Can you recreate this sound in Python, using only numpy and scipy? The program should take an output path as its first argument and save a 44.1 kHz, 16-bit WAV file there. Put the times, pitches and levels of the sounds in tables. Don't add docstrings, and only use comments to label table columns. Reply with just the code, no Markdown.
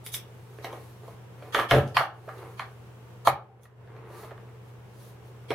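import sys
import numpy as np
from scipy import signal
from scipy.fft import rfft, irfft
from scipy.io import wavfile
from scipy.ndimage import uniform_filter1d

SR = 44100
rng = np.random.default_rng(int(sys.argv[2]) if len(sys.argv) > 2 else 0)


def boost_factor(decibels):
    exponent = np.asarray(decibels, float) / 20
    return 10 ** exponent


def dump(signal):
    limited = np.clip(np.atleast_2d(signal).T, -1, 1)
    pcm = np.round(limited * 32767).astype(np.int16)
    wavfile.write(sys.argv[1], SR, pcm)


N = 244622


def on_log(table, hz):
    f, value = np.transpose(table)
    return np.interp(np.log(hz + 1), np.log(f), value)


def shaped(x, table):
    size = x.shape[-1]
    gain = boost_factor(on_log(table, np.fft.rfftfreq(size, 1 / SR)))
    y = irfft(rfft(x) * gain, size)
    return y / np.sqrt(np.mean(y ** 2))


def walk(rate_hz):
    slow = signal.butter(2, rate_hz, fs=SR, output="sos")
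    y = signal.sosfilt(slow, rng.standard_normal(N))
    return y / np.std(y)


def octaves(modes, hz):
    return np.log2(np.array(modes)[:, :1] / hz)


def ring(modes, extra_db, luck, spread_db=1.5, detune=.015):
    hz, db, t60 = np.transpose(modes)[:, :, None]
    t = np.arange(SR // 15) / SR
    size = luck[:len(modes), None]
    bend = luck[::-1][:len(modes), None]
    level = boost_factor(db + extra_db + spread_db * size)
    decay = np.exp(-np.log(1000) * t / t60)
    y = level * decay * np.sin(2 * np.pi * hz * (1 + detune * bend) * t)
    y = y[::2].sum(axis=0) - y[1::2].sum(axis=0)
    return y / np.max(np.abs(y))


def strike(body, luck, length_s, db):
    bounces = luck ** 3 * np.exp(-np.arange(len(luck)) / (length_s * SR))
    bounces[0] += 18.0
    near = np.convolve(body, bounces)[:len(body)]
    near = boost_factor(db) * near / np.max(np.abs(near))
    to_room = body * np.sqrt(np.sum(near ** 2) / np.sum(body ** 2))
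    return np.array([near, to_room])


def add(out, sound, s, pan_db):
    i = int(s * SR)
    part = sound[:, None, :N - i]
    out[:, :, i:i + part.shape[-1]] += part * boost_factor(np.array([[pan_db], [-pan_db]]) / 2)


def slips(rate, scatter_db):
    size_db = scatter_db * np.minimum(rng.exponential(size=N), 2)
    clicks = rng.random(N) < rate / SR
    return clicks * np.clip(rng.standard_normal(N), -2, 2) * boost_factor(size_db)


def through(x, modes):
    y = signal.fftconvolve(x, ring(modes, 0, np.zeros(len(modes))))[:N]
    return y / np.sqrt(np.mean(y ** 2))


def swell(s, rise, hold, fall):
    t = np.arange(N) / SR - s
    early = np.maximum(-t / max(rise, .002), 0)
    late = np.maximum((t - hold) / max(fall, .002), 0)
    return boost_factor(-12 * (early + late) ** 2)


def movements(table):
    return sum(boost_factor(db) * swell(s, rise, 0, fall) for s, rise, fall, db in table)


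# t/s, gain level/dB,
# faint treble hiss level/dB, held t/s, recovery t/s
DUCKS = [
    (1.12, 1, -1, 0.27, .05),
    (1.72, -0.5, 2.5, 0.17, 0.042),
    (1.975, -2, -5, .15, .06),
    (3.276, -6.5, -8, 0.48, 0.13),
]


def control(column, attack_s, slower):
    t = np.arange(N) / SR - np.transpose(DUCKS)[0, :, None]
    db, held, back = np.transpose(DUCKS)[[column, 3, 4], :, None]
    fall = np.clip(t / attack_s, 0, 1)
    recovery = np.exp(-np.maximum(t - held, 0) / (slower * back))
    return np.sum(db * fall * recovery, axis=0)


HUM_HZ, HUM_DB, AIR_DB = 120.7, -48, -53
HISS_DUCK_S, HISS_SLOWER = .08, 4.3
# f/Hz, level/dB per Hz
AIR = [(12, -73), (20, -50.5), (59, -10), (90, -4), (129, 8.5), (153, -16), (176, -4.5), (260, -16.5),
       (441, -5.5), (599, -15.5), (910, -15.5), (2550, -28.5), (2850, -28), (4210, -36.5), (15600, -43)]
# f/Hz, side minus mid level/dB
AIR_SIDE = [(30, -17), (100, -8), (400, -7.5), (1000, -4.5), (2500, 0), (8000, 1)]


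def background():
    t = np.arange(N) / SR
    hum_level = np.sqrt(2) * boost_factor(HUM_DB + 0.52 * walk(4.6))
    hum = hum_level * np.sin(2 * np.pi * HUM_HZ * t + 0.26 * walk(24))
    air = [(hz, v - 12 * (abs(hz - HUM_HZ) < 25)) for hz, v in AIR]
    mid = shaped(rng.standard_normal(N), air)
    width = boost_factor(on_log(AIR_SIDE, np.fft.rfftfreq(N, 1 / SR)))
    side = irfft(rfft(shaped(rng.standard_normal(N), air)) * width, N)
    both = boost_factor(AIR_DB + 0.37 * walk(6.3)) * (mid + side * np.array([[1], [-1]]))
    low = signal.sosfiltfilt(signal.butter(2, 2500, fs=SR, output="sos"), both)
    hiss = both - low
    return hum + low + boost_factor(control(2, HISS_DUCK_S, HISS_SLOWER)) * hiss


# f/Hz, level/dB, t60/s
STEEL = [(5100, -2, .004), (6140, 0, .005), (7400, -3, .003), (8500, -3, .003), (9400, -1, .004),
         (10400, 0, .004), (11400, -1, .003), (12400, -2, .003), (13500, -3, .003), (14800, -4, .003)]
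# f/Hz, level/dB, t60/s
HOLDER = [(2500, 0.5, 0.0022), (2780, -4.5, 0.0068), (3370, -2.5, 0.0072), (3800, -2, 0.0045),
          (4750, -16.5, 0.012)]
# t/s, peak level/dB, low ring level/dB, brightest f/Hz, left minus right level/dB
TICKS = [
    (0.0355, -64, 2, 10750, -1.5),
    (0.0631, -28, -5, 12400, -3),
    (0.1388, -22, -39, 5740, 1),
    (0.1411, -20.5, -3.5, 9800, -6.5),
    (0.142, -39, -9, 5500, -9),
    (1.8764, -45, 0.5, 5300, -2),
    (2.3804, -50, -3, 8400, -8),
    (3.272, -22.5, -17, 11500, -6),
    (3.6324, -40.5, -11.5, 12000, -7),
]


def ticks():
    out = np.zeros((2, 2, N))
    for (s, db, low_db, hz, pan_db), luck in zip(TICKS, rng.standard_normal((len(TICKS), 700))):
        near_db = -4.5 * octaves(STEEL, hz) ** 2
        steel = strike(ring(STEEL, near_db, luck), luck, .0025, db)
        low = strike(ring(HOLDER, 0, luck[20:]), luck[20:], 0.0063, db + low_db)
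        add(out, steel + low, s, pan_db)
    return out


# f/Hz, width ratio, t60/s, level/dB; the narrow row is the hollow lid
ROOM = [(131, 1.3, 0.5, -16), (274, 1.25, 0.4, -14.5), (508, 1.26, 0.36, -16.5), (787, 1.085, 0.41, -12.5),
        (1310, 1.365, 0.29, -12), (2370, 1.2, 0.24, -10), (3430, 1.3, 0.27, -18), (4705, 1.243, 0.2, -10),
        (9540, 1.382, 0.14, -4), (13900, 1.12, 0.17, -10)]


def room(x):
    t = np.arange(SR // 2) / SR
    tail = 0
    for hz, wide, t60, db in ROOM:
        edges = [(hz / wide ** 2.6, -30), (hz / wide, 0), (hz * wide, 0), (hz * wide ** 2.6, -30)]
        mid, side = shaped(rng.standard_normal((2, len(t))), edges)
        both = mid + min(hz / 2600.0, 1) * side * np.array([[1], [-1]])
        level = boost_factor(db) * np.sqrt(hz * np.log(wide) / SR)
        tail = tail + level * both * np.exp(-np.log(1000) * t / t60)
    tail = tail * np.clip((t - .004) / .004, 0, 1)
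    mono = x.mean(axis=0, keepdims=True)
    return boost_factor(-10.5) * signal.fftconvolve(mono, tail, axes=1)[:, :N]


# strongest t/s, rise t/s, fall t/s, level/dB
RUBS = [
    (.4, 0.17, 0.1, -75),
    (.82, 0.39, .17, -60.5),
    (1.091, .09, 0.061, -63),
    (1.49, 0.13, .04, -62),
    (2.38, 0.2, 0.37, -62.5),
    (4.203, .11, 0.082, -54),
    (4.68, 0.055, 0.032, -69),
    (5.05, 0.12, 0.077, -57.5),
    (5.27, 0.033, .035, -65),
]
# f/Hz, level/dB
RUB_COLOUR = [(3000, -1.5), (4500, 0.5), (5400, -4.5), (6300, -1), (7700, -7.5), (9400, -1.5), (11000, -4),
              (15000, -7.5)]


def rubs():
    return movements(RUBS) * shaped(slips(18000, 0.74), [(1500, -49)] + RUB_COLOUR)


# strongest t/s, rise t/s, fall t/s, level/dB
SHUFFLE = [
    (.3, 0.048, 0.092, -70),
    (.73, 0.13, 0.082, -39.5),
    (1.09, 0.086, .06, -47.5),
    (1.45, 0.081, 0.36, -44),
    (2.43, 0.16, 0.13, -42),
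    (3.9, 0.026, 0.39, -50.5),
    (4.2, 0.19, 0.17, -44),
    (4.49, 0.018, 0.017, -50),
    (5.2, 0.079, 0.079, -54),
]
# f/Hz, level/dB
SHUFFLE_COLOUR = [(150, -45), (250, -12.5), (447, 6.5), (625, -11), (718, -6), (1120, -6.5), (1250, -8.5),
                  (1600, -15), (1990, -16), (4000, -31.5), (5200, -56), (8800, -120)]


def shuffle():
    return movements(SHUFFLE) * shaped(slips(1500, 1.2), SHUFFLE_COLOUR)


CRACK_S, CRACK_DB = 0.0023, 2
# f/Hz, level/dB, t60/s
SHELL = [(332.3, 8.5, 0.017), (390, -2, 0.042), (427, 5, 0.045), (530, -5.5, 0.047), (553, 11, 0.023),
         (617.5, 8, 0.023), (677, 1.5, 0.055), (780, -8.5, 0.12), (824, 3.5, 0.016), (1123, 10.5, 0.011),
         (1193, 9, 0.021), (1370, 6, 0.016)]
# f/Hz, level/dB, t60/s
CLIPS = [(1650, 0, .007), (1880, 0, .007), (2150, -2, .006), (2500, -4, .005), (2950, -3, .006),
         (3350, -4, .006), (3800, -8, .004), (4300, -12, .003)]


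def blows(table, room_db, pan_db, focus_db):
    out = np.zeros((2, 2, N))
    for (s, db, hz, clip_db, steel_db), luck in zip(table, rng.standard_normal((len(table), 500))):
        tilt_db = (steel_db - clip_db + 9.0) * octaves(CLIPS, 2500)
        near_db = focus_db * octaves(SHELL, hz) ** 2
        shell = strike(ring(SHELL, near_db, luck), luck, 0.0018, db)
        clips = strike(ring(CLIPS, tilt_db, luck[20:]), luck[20:], 0.0061, db + clip_db)
        steel = strike(ring(STEEL, 0, luck[60:]), luck[60:], 0.00042, db + steel_db)
        crack = uniform_filter1d(uniform_filter1d(luck[100:], size=5), size=6)
        crack = crack * np.exp(-np.arange(400) / (CRACK_S * SR))
        clips[:, :400] += boost_factor(db + clip_db + CRACK_DB) * crack
        add(out, (shell + clips + steel) * boost_factor([[0], [room_db]]), s, pan_db)
    return signal.sosfilt(signal.butter(4, 360, "high", fs=SR, output="sos"), out)


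CASE_PAN_DB = -2.1
# t/s, peak level/dB, shell f/Hz, clip ring level/dB, steel tick level/dB
KNOCKS = [(0.586, -32.5, 400, -11, -28), (0.645, -23.5, 635, -4, -9), (0.728, -30, 680, -13.5, -13),
          (0.754, -41, 431, -20, -27), (0.958, -56, 471, -19, -22), (1.033, -38.5, 397, -24, -30),
          (1.424, -29.5, 410, -17, -24.5), (1.546, -14, 497, -1.5, -10.5), (1.589, -15, 1160, -31, -15),
          (1.649, -30.5, 735, -20, -27), (1.71, -14, 1480, 4.5, -8.5), (1.715, -13, 590, -15, -28.5),
          (1.968, -8.5, 1012, -1, -16), (2.007, -14, 860, -26, -37)]


def knocks():
    return blows(KNOCKS, 0, CASE_PAN_DB, -17.5)


# t/s, peak level/dB, shell f/Hz, clip ring level/dB, steel tick level/dB
TAPS = [(1.08, -35.5, 720, -22, -12), (1.092, -49, 770, -9, -22), (1.548, -13, 1320, -18, -26.5),
        (1.597, -24, 1220, 3.5, -22.5), (2.428, -33.5, 760, -16, -33.5), (3.654, -43.5, 1028, 0.5, -21),
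        (4.236, -33.5, 564, -8, -51), (4.244, -39.5, 1000, -12, -12.5), (4.308, -39, 1100, -5.5, -32),
        (4.315, -34.5, 690, -11, -38), (4.377, -42.5, 980, -4, -36), (5.51, -25.5, 840, -4, -25)]


def taps():
    return blows(TAPS, -5, -3, -14.0)


PRESS_S, LET_GO_S = .008, 0.042
# start t/s, press t/s, level/dB
THUMP = [
    (1.55, 0.018, -49),
    (1.715, 0.1, -20.5),
    (1.97, 0.026, -37),
    (3.275, 0.05, -31.5),
    (4.2, .03, -46),
    (5.507, 0.026, -41),
]
# f/Hz, level/dB, t60/s
TABLE = [(81.6, -7, 0.34), (132.7, 0.5, 0.28), (158, -3.5, 0.022), (180.2, -7.5, 0.16), (215, -28, 0.2)]


def thump():
    press = sum(boost_factor(db) * swell(s, PRESS_S, hold, LET_GO_S) for s, hold, db in THUMP)
    return press * through(slips(300, 4.8), TABLE)


SKID_GRIP_S, SKID_STOP_S, CLIP_SHAKE_DB = .005, 0.05, -1.5
# start t/s, slide t/s, shell boom level/dB, shell clack level/dB, steel rattle level/dB
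SKIDS = [
    (1.558, 0.032, -24.5, -29, -46),
    (1.717, 0.027, -11, -26.5, -43.5),
    (1.977, 0.0067, -42.5, -28.5, -46),
]


def skids():
    slip = slips(1500, 2.0)
    boom = through(slip, SHELL[1:7])
    clack = through(slip, SHELL[7:]) + boost_factor(CLIP_SHAKE_DB) * through(slip, CLIPS)
    rattle = through(slip, STEEL)
    out = np.zeros(N)
    for s, slide, boom_db, clack_db, steel_db in SKIDS:
        shaken = boost_factor(boom_db) * boom + boost_factor(clack_db) * clack + boost_factor(steel_db) * rattle
        out += swell(s, SKID_GRIP_S, slide, SKID_STOP_S) * shaken
    return out


# t/s, peak level/dB, shell f/Hz, clip ring level/dB, steel tick level/dB
SEATING = [(2.277, -32, 655, -15.5, -44), (2.289, -31, 1320, -4.5, -44.5), (2.595, -24, 972, -0.5, -17),
           (3.272, -3.5, 808, -10.5, -18.5), (3.281, -25.5, 925, -1, -24), (3.596, -42, 530, -17.5, -37),
           (3.874, -49, 420, -1.5, -36.5), (3.965, -40.5, 430, -8, -34), (4.104, -37, 490, -22, -25),
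           (5.505, -14.5, 410, -10, -21), (5.519, -20, 564, -31, -32), (5.539, -25.5, 385, -7, -27)]


def seating():
    return blows(SEATING, 0, CASE_PAN_DB, -17.5)


def scene():
    handling = rubs() + shuffle() + thump() + skids()
    direct, send = ticks() + knocks() + taps() + seating() + boost_factor(-6.5) * handling
    return direct + room(send) + background()


def roll_off(x):
    return signal.sosfilt(signal.butter(12, 15750, fs=SR, output="sos"), x)


DUCK_S, SMEAR_S, SMEAR_DB = 0.034, .024, -1
# f/Hz, level/dB
SMEAR = [(150, -30.5), (500, -11.5), (1500, -15), (4000, -4.5), (15000, 1)]


def record(dry):
    x = dry * boost_factor(control(1, DUCK_S, 0.36))
    size = int(SMEAR_S * SR)
    ahead = shaped(rng.standard_normal((2, size)), SMEAR)
    ahead = ahead * np.linspace(.3, 1, size) / np.sqrt(size)
    x = x + boost_factor(SMEAR_DB) * signal.fftconvolve(x, ahead, axes=1)[:, size - 1:]
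    x = signal.sosfilt(signal.ellip(10, .2, 70, 15800, fs=SR, output="sos"), x)
    return roll_off(x)


dry = scene()
out = record(dry)
dump(out)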